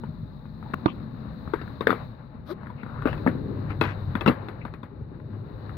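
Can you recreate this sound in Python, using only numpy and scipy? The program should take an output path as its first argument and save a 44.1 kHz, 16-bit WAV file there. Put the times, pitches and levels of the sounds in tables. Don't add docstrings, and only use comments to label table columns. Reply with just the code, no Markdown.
import sys
import numpy as np
from scipy import signal
from scipy.fft import rfft, irfft
from scipy.io import wavfile

SR = 44100
rng = np.random.default_rng(int(sys.argv[2]) if len(sys.argv) > 2 else 0)


def transcribe(u):
    v = np.clip(np.atleast_2d(u).T, -1, 1)
    q = np.round(v * 32767).astype(np.int16)
    wavfile.write(sys.argv[1], SR, q)


def gain_from_db(level_db):
    decades = np.asarray(level_db, float) / 20
    return 10 ** decades


N = 254456
T = np.arange(N) / SR
HZ = np.maximum(np.fft.rfftfreq(N, 1 / SR), 1)
CONTACT_S = 0.00045


def in_time(rows):
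    s, *columns = np.transpose(rows)
    return [np.interp(T, s, c) for c in columns]


def at_hz(points):
    hz, db = np.array(points).T
    return np.interp(np.log(HZ), np.log(hz), db)


def rms_one(x):
    return x / np.sqrt(np.mean(x ** 2) + 1e-20)


def drift(rate):
    steps = rng.standard_normal(int(N / SR * 200) + 2)
    return np.interp(T * np.clip(rate, 0.1, 190), np.arange(len(steps)), steps)


def grains(spread_db):
    size = np.minimum(rng.exponential(1, N // 32 + 1), 4).repeat(32)[:N]
    return rng.standard_normal(N) * gain_from_db(spread_db * size)


def wide(spectrum, grain_db, balance, likeness):
    alike, tilt = np.clip(likeness, 0, 1), gain_from_db(balance / 2)
    near, other = rfft(grains(grain_db)), rfft(grains(grain_db))
    left = near * tilt
    right = (alike * near + np.sqrt(1 - alike ** 2) * other) / tilt
    middle_gain = np.sqrt(tilt ** 2 + tilt ** -2 + 2 * alike)
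    pair = irfft(np.array([left, right]) * gain_from_db(at_hz(spectrum)) / middle_gain, N)
    return pair / np.sqrt(np.mean(pair.mean(0) ** 2))


def placed(x, balance, lead):
    # [delay t/s, left level/dB, right level/dB]
    walls = [(.009, -11, -15), (0.024, -20, -17), (.041, -28, -26.5), (.064, -41, -35.5),
             (0.096, -27, -36.5)]
    tilt = gain_from_db(balance)
    ears = np.array([2 * tilt + 0 * lead, 2 * np.exp(-1j * lead)]) / (1 + tilt)
    echoes = sum(gain_from_db([[left], [right]]) * np.exp(-2j * np.pi * HZ * s) for s, left, right in walls)
    dulling = 1 / (1 + 1j * HZ / 500)
    return irfft(rfft(x) * ears * (1 + dulling * echoes), N)


def leaning(modes, centre_hz, focus_db):
    return [(hz, db - focus_db * abs(np.log2(hz / centre_hz)), t60) for hz, db, t60 in modes]


def ringing(modes, t, contact_s=CONTACT_S):
    x = 0
    for (hz, db, t60), (a, b) in zip(modes, rng.standard_normal((len(modes), 2))):
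        decay = gain_from_db(db + 2.4 * a - 60 * t / t60)
        x = x + decay * np.sin(2 * np.pi * hz * (1 + 0.046 * b) * t) * np.sign(b)
    x = x * (1 - np.exp(-t / contact_s)) ** 2
    return x / np.abs(x).max()


def chatter(blow):
    spacing_s, repeat_db = 0.0052, -17.5
    touches = np.zeros(2048)
    delay, size = rng.random((2, 5))
    late = np.minimum(-spacing_s * np.log(1 - delay) + 0.002, 0.04)
    touches[(late * SR).astype(int)] = gain_from_db(repeat_db - 4 * late / spacing_s) * (2 * size - 1)
    touches[0] = 1
    return signal.fftconvolve(blow, touches)[:len(blow)]


def rattle_strength(shake):
    rattle_t60_s, rise_s = 0.17, 0.00033
    fade = gain_from_db(-120 / (rattle_t60_s * SR))
    rise = np.exp(-1 / (rise_s * SR))
    energy = signal.lfilter([1], [1, -fade], shake + 1e-18)
    return np.sqrt(signal.lfilter([1 - rise], [1, -rise], energy))


def knocks(blows, snap_db, cycles=7.9):
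    # [f/Hz, level/dB, t60/s]
    clack_modes = [(589, 0, 0.031), (780, -8.5, 0.016), (935, -5, 0.035), (1170, 0.5, 0.021),
                   (1400, 4.5, 0.016), (1770, 6.5, 0.012), (2180, -13, 0.036)]
    # [f/Hz, level/dB, t60/s]
    truck_modes = [(2616, -1, 0.047), (3030, -11, 0.0061), (3620, 3, 0.014), (3853, -4, 0.027),
                   (4530, -20.5, 0.04), (5300, -21, 0.023), (7100, -26, 0.0087)]
    crack_db, crack_t60_s, snap_t60_s = -9, 0.036, 0.033
    out, shake, t = np.zeros(N + 8192), np.zeros(N), np.arange(8192) / SR
    treble = signal.butter(4, 9000, "high", fs=SR, output="sos")
    edge = signal.butter(4, [1700, 4700], "band", fs=SR, output="sos")
    wood = signal.butter(4, 2600, "low", fs=SR, output="sos")
    low_cut = signal.butter(2, 70, "high", fs=SR, output="sos")
    for s, db, clack_hz, thump_db, thump_hz, truck_db, truck_hz, rattle_db in blows:
        clack = ringing(leaning(clack_modes, clack_hz, focus_db=22), t)
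        truck = ringing(leaning(truck_modes, truck_hz, focus_db=28.5), t)
        thump_t60 = cycles / thump_hz
        thump = ringing([(thump_hz, 0, thump_t60), (0.65 * thump_hz, -7, 0.9 * thump_t60),
                         (1.83 * thump_hz, -8, thump_t60 / 2)], t, contact_s=0.00043)
        crack = signal.sosfilt(edge, rng.standard_normal(len(t))) * gain_from_db(crack_db - 60 * t / crack_t60_s)
        truck = truck + crack * (1 - np.exp(-t / CONTACT_S))
        snap = signal.sosfilt(treble, rng.standard_normal(len(t))) * gain_from_db(-60 * t / snap_t60_s)
        blow = signal.sosfilt(wood, chatter(clack) + gain_from_db(thump_db) * thump)
        blow = blow + gain_from_db(truck_db) * chatter(truck) + gain_from_db(snap_db) * snap
        i = round(s * SR)
        out[i:i + len(t)] += gain_from_db(db) * blow
        shake[i] = gain_from_db(db + rattle_db) ** 2
    return signal.sosfilt(low_cut, out[:N] + 1e-18), rattle_strength(shake)


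def pitched(s, db, clack_hz, thump_db, truck_db):
    # [from t/s, thump f/Hz, truck f/Hz]
    stretches = [(0, 218, 2910), (1.2, 433, 3780), (2.95, 260, 2840), (3.6, 333, 2710), (4.0, 240, 3040)]
    _, thump_hz, truck_hz = [stretch for stretch in stretches if stretch[0] <= s][-1]
    return s, db, clack_hz, thump_db, thump_hz, truck_db, truck_hz, -3.5 + 0.47 * truck_db


def contacts(faint_count):
    # [t/s, clack level/dB, clack f/Hz, thump over clack level/dB, truck over clack level/dB]
    blow_rows = [(0.736, -23, 1970, 1.5, -19), (0.739, -18.5, 1115, -4.5, -16.5),
                 (1.536, -16.5, 1130, 4, -25), (1.614, -35.5, 1430, -3.5, -8), (1.808, -24, 1160, 2.5, -8),
                 (1.87, -6, 1604, -1.5, -24), (1.893, -23.5, 1170, 4.5, -24), (1.904, -10, 1223, -4.5, -19),
                 (1.928, -20.5, 1056, 3.5, -22), (3.021, -25, 1180, -16, -24),
                 (3.055, -20.5, 1055, 10, -15.5), (3.062, -26.5, 1520, 13, -22),
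                 (3.072, -21.5, 1196, 3, -14), (3.082, -21, 1220, -12, -33.5), (3.129, -28, 1770, 0, -10),
                 (3.177, -41, 956, 9.5, -4), (3.264, -16.5, 830, 6.5, -27.5), (3.274, -15.5, 1820, -8, -27),
                 (3.278, -26.5, 1740, 15.5, -32.5), (3.289, -30.5, 1470, 13, -38),
                 (3.704, -30, 1160, -9.5, -13), (3.812, -16, 1380, 4, -1.5), (3.838, -24.5, 875, -11.5, -4),
                 (4.153, -21, 1430, 3.5, -12.5), (4.209, -23.5, 944, -21, -4),
                 (4.261, -13.5, 1280, -1.5, -12), (4.276, -14.5, 930, 3.5, -3.5),
                 (4.282, -18, 1009, 13, -3.5), (4.296, -17.5, 1170, 7, -48), (4.303, -26, 1496, 13, -50.5),
                 (4.485, -29, 1260, -0.5, -10.5), (4.651, -28, 940, -1.5, -15),
                 (4.738, -36, 1270, -3.5, -8), (4.831, -33, 930, 0, -14)]
    # [t/s, clack level/dB, clack f/Hz]
    tick_rows = [(0.036, -32, 890), (0.454, -38.5, 850), (0.626, -35, 840), (0.701, -40, 856),
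                 (1.475, -33.5, 1260), (1.677, -34, 1570), (2.61, -42.5, 1370), (2.631, -35.5, 1120),
                 (2.659, -41.5, 1400), (2.669, -32.5, 1310), (2.691, -43.5, 1160), (2.701, -33.5, 960),
                 (2.832, -31, 1280), (2.863, -35, 1110), (5.693, -32, 1270)]
    tick_thump_db, tick_truck_db, tick_thump_hz = 1.5, -25, 200
    faint = [(when * N / SR, -47.5 + 6 * size, 850 + 500 * pitch)
             for when, size, pitch in rng.random((faint_count, 3))]
    ticks = [pitched(s, db, hz, tick_thump_db, tick_truck_db) for s, db, hz in list(tick_rows) + faint]
    ticks = [row[:4] + (tick_thump_hz,) + row[5:] for row in ticks]
    return [pitched(*row) for row in blow_rows] + ticks


def struck_boards(rattle, shadow, lead):
    # [f/Hz, left over right level/dB]
    drop_side = [(60, -21), (240, -4.5), (950, -23.5), (3770, 20), (15000, 9)]
    mute_s, drop_s = 0.7442, 0.859
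    blows, shake = knocks(contacts(faint_count=8), snap_db=-38.5)
    near = placed(blows, shadow, lead) + shake * rattle
    near[:, (T > mute_s) & (T < drop_s)] = 0
    near[:, round(mute_s * SR)] = gain_from_db(-30) * np.array([1.6, 0.4])
    # time, clack dB and Hz, thump dB and Hz, truck dB and Hz, rattle dB
    fall = (drop_s, -13, 1090, 9, 289.4, -12.5, 3650, -30)
    drop, drop_shake = knocks([fall], snap_db=-64.5, cycles=1.05 * 7.9)
    right_first = -2 * np.pi * HZ * 0.00036
    return near + placed(drop, at_hz(drop_side), right_first) + drop_shake * rattle


def skid(shadow):
    # [t/s, squeal f/Hz, squeal level/dB, scrape level/dB]
    course = [(2.455, 250, -65, -68), (2.47, 270, -58, -55), (2.498, 300, -44, -47), (2.51, 335, -35, -44),
              (2.52, 365, -30, -46), (2.533, 390, -33, -53), (2.543, 395, -65, -68)]
    # [f/Hz, level per Hz/dB]
    scrape_colour = [(88, -50), (150, -12), (310, -10), (1200, 5), (2750, -16), (3900, -6.5), (5560, -22.5),
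                     (7500, -41), (11000, -25), (15300, -23), (16400, -47)]
    hz, squeal_db, scrape_db = in_time(course)
    turn = 2 * np.pi * np.cumsum(hz * (1 + 0.013 * drift(80.0))) / SR
    on = (T > course[0][0]) & (T < course[-1][0])
    squeal = np.sqrt(2) * gain_from_db(squeal_db) * (np.sin(turn) + 0.028 * np.sin(2 * turn))
    scrape = gain_from_db(scrape_db) * wide(scrape_colour, 2.0, shadow, 0.55)
    return squeal * on, scrape * on


def noise_bands():
    # [t/s, length t/s, centre f/Hz, width f/Hz, level/dB]
    band_rows = [(0.642, 0.059, 850, 200, -47.5), (0.86, 0.078, 2800, 1120, -48),
                 (0.864, 0.045, 1066, 250, -39), (1.548, 0.12, 1530, 700, -46.5),
                 (1.815, 0.032, 1280, 395, -53), (1.872, 0.17, 1280, 1190, -53),
                 (2.49, 0.033, 572, 50.3, -34.5), (2.771, 0.075, 2370, 700, -56),
                 (2.84, 0.36, 1240, 660, -46), (3.045, 0.13, 2760, 450, -52),
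                 (3.05, 0.1, 4000, 1600, -61.5), (3.048, 0.065, 520, 294, -28),
                 (3.689, 0.049, 1900, 1480, -45), (3.817, 0.14, 1510, 1580, -38),
                 (3.803, 0.08, 3270, 1710, -47), (4.252, 0.052, 1590, 1780, -37),
                 (4.258, 0.044, 460, 93, -21.5), (4.603, 0.046, 2250, 700, -52)]
    out = np.zeros(N)
    for s, length, hz, width_hz, db in band_rows:
        band = signal.butter(3, [hz - width_hz / 2, hz + width_hz / 2], "band", fs=SR, output="sos")
        swell = np.sin(np.pi * np.clip((T - s) / length, 0, 1) ** 0.81) ** 1.6
        out += gain_from_db(db) * swell * rms_one(signal.sosfilt(band, grains(3.2)))
    return out


def rolling_and_air():
    # [t/s, rumble level/dB, deck drone level/dB, grind level/dB, whirr level/dB]
    levels = [(0.0, -39.5, -44, -55, -68), (0.45, -42, -46, -59, -70), (0.79, -41.5, -41.5, -51, -65.5),
              (1.08, -40, -41, -53, -68.5), (1.56, -38, -43.5, -52.5, -64.5), (1.86, -41, -44, -54.5, -65),
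              (2.04, -39.5, -44, -48, -63), (2.17, -47.5, -49, -56.5, -73), (2.41, -43, -47, -58, -76),
              (2.73, -46, -48, -56, -74), (3.12, -33.5, -44, -46, -62), (3.25, -36.5, -38.5, -47, -62.5),
              (3.46, -35.5, -34, -49, -66.5), (3.89, -36.5, -45.5, -48, -64),
              (4.16, -34, -47.5, -48.5, -64.5), (4.32, -38.5, -51, -44.5, -67.5),
              (4.45, -40, -45.5, -47.5, -67), (4.81, -43.5, -53.5, -59, -78),
              (5.11, -42.5, -46.5, -57.5, -76.5), (5.77, -40, -45, -52, -65.5)]
    # [f/Hz, level per Hz/dB]
    rumble_colour, grind_colour = [(18, -46), (30, -14.5), (48, -7.5), (70, -5), (97, -4), (129, -1),
                                   (162, -1.5), (180, -13.5), (230, -41.5), (400, -120)], [(290, -28), (500, -2), (626, -8.5), (680, -10),
                                                   (744, -8.5), (911, -9), (1000, -8), (1100, -8.5),
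                                                   (1830, -17.5), (2080, -23), (3000, -31), (3900, -67.5),
                                                   (6600, -120)]
    deck_1_colour, deck_2_colour = [(100, -26), (170, -7.5), (183, -11.5), (221, -3), (323, -19),
                                    (339, -21.5), (361, -19.5), (392, -21), (430, -25.5), (540, -44),
                                    (700, -58), (1190, -120)], [(100, -32.5), (170, -5.5), (210, 3), (280, 1),
                                                    (317, 0.5), (372, -2), (404, -0.5), (481, -11.5),
                                                    (540, -10), (700, -36), (1190, -120)]
    whirr_colour, hiss_colour = [(1590, -53.5), (2700, -30), (3420, -11), (3720, 0), (3990, 0.5),
                                 (4230, -2.5), (5550, -28), (6500, -36), (8450, -63), (14300, -120)], [(3820, -43.5), (6500, -5.5), (7710, -17), (10400, -5),
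                                                (15200, 3), (16100, -0.5), (16400, -22.5)]
    # [f/Hz, left over right level/dB]
    balance = [(60, 5.5), (110, 1.5), (200, 5), (380, 7), (700, 8.5), (1290, 12.5), (2380, 8), (4400, 12.5),
               (8120, -0.5), (15000, 3)]
    # [f/Hz, likeness 0 to 1]
    likeness = [(60, 0.87), (130, 0.89), (290, 0.77), (640, 0.34), (1410, 0.02), (3100, 0.05), (6820, 0.05),
                (15000, 0.05)]
    second_ride_s = 2.95
    rumble_db, deck_db, grind_db, whirr_db = in_time(levels)
    hiss_db = -81 + 1.15 * (whirr_db + 66.5)
    spread, alike = at_hz(balance), at_hz(likeness)
    flicker = drift(14.0)
    rumble = gain_from_db(rumble_db + 2.3 * drift(30.0)) * wide(rumble_colour, 1.3, spread, alike)
    first, second = wide(deck_1_colour, 2.7, spread, alike), wide(deck_2_colour, 3.8, spread, alike)
    over = np.pi / 2 * np.clip((T - second_ride_s) / 0.05, 0, 1)
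    deck = np.cos(over) * first + np.sin(over) * second
    deck = gain_from_db(deck_db + 0.37 * flicker + 1.0 * drift(2.2)) * deck
    grind = gain_from_db(grind_db + 2.3 * flicker + 0.88 * drift(40.0)) * wide(grind_colour, 1.0, spread, alike)
    whirr = gain_from_db(whirr_db + 0.8 * flicker + 0.78 * drift(62.0)) * wide(whirr_colour, 1.5, spread, alike)
    hiss = gain_from_db(hiss_db + 0.8 * drift(30.0)) * wide(hiss_colour, 1.5, spread, alike)
    return rumble + deck + grind + whirr + hiss


def wheel_hum():
    # [t/s, level/dB]
    hum = [(3.1, -35.5), (4.15, -34), (4.3, -47), (4.41, -38.5), (4.82, -47.5), (5.29, -46), (5.34, -35),
           (5.5, -49.5), (5.54, -40.5), (5.77, -40.5)]
    # [multiple of the base pitch, level/dB]
    orders = [(.5, -21), (1, -1), (1.5, -20), (2, -13), (3, -19)]
    start_s = hum[0][0]
    db, = in_time(hum)
    hz = 98.5 + 1.7 * (T - start_s)
    turn = 2 * np.pi * np.cumsum(hz) / SR
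    lines = sum(gain_from_db(order_db + 2.0 * drift(9.8)) * np.sin(k * turn + rng.uniform(0, 2 * np.pi))
                for k, order_db in orders)
    fade_in = np.clip((T - start_s) / 0.12 + 1, 0, 1)
    return np.sqrt(2) * gain_from_db(db) * lines * fade_in


def faint_tones():
    # [f/Hz, width f/Hz, level/dB]
    hums = [(130.5, 29, -52.5), (208.2, 9, -58.5), (616, 17, -64), (853, 12, -67.5)]
    out = 0
    for hz, width_hz, db in hums:
        resonance = 1 / (1 + (2 * (HZ - hz) / width_hz) ** 2)
        out = out + gain_from_db(db) * rms_one(irfft(rfft(rng.standard_normal(N)) * resonance, N))
    return out


def scene():
    # [f/Hz, left over right level/dB]
    shadow_curve = [(60, 2.5), (110, 9.5), (200, 1.5), (380, 12.5), (700, 6), (1290, 12), (2380, 15),
                    (4400, 15.5), (8120, 23.5), (15000, 27)]
    # [f/Hz, phase by which the left leads/rad]
    lead_curve = [(0, 0.53), (1000, 1.2), (1640, 0.99), (1900, 3.5), (2600, 2), (3800, 1), (8000, 0.5)]
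    # [f/Hz, level per Hz/dB]
    rattle_colour = [(88, -40.5), (150, 2), (310, 3), (700, -7.5), (1200, -3.5), (1750, -8), (2200, -13),
                     (2750, -24.5), (3200, -26), (3700, -26), (4600, -31), (5200, -49), (7500, -58),
                     (10500, -42.5), (15200, -40.5), (16400, -55)]
    shadow, lead = at_hz(shadow_curve), np.interp(HZ, *np.transpose(lead_curve))
    struck = struck_boards(wide(rattle_colour, 1.74, shadow, 0.78), shadow, lead)
    squeal, scrape = skid(shadow)
    near = placed(squeal + noise_bands() + faint_tones(), shadow, lead)
    hum = gain_from_db([[1.5], [-1.5]]) * wheel_hum()
    return struck + near + scrape + rolling_and_air() + hum


def top_cut(x):
    return signal.sosfilt(signal.butter(12, 16960, fs=SR, output="sos"), x)


def record(dry):
    mix = 1.33 * np.tanh(dry / 1.295)
    return top_cut(mix)


dry = scene()
out = record(dry)
transcribe(out)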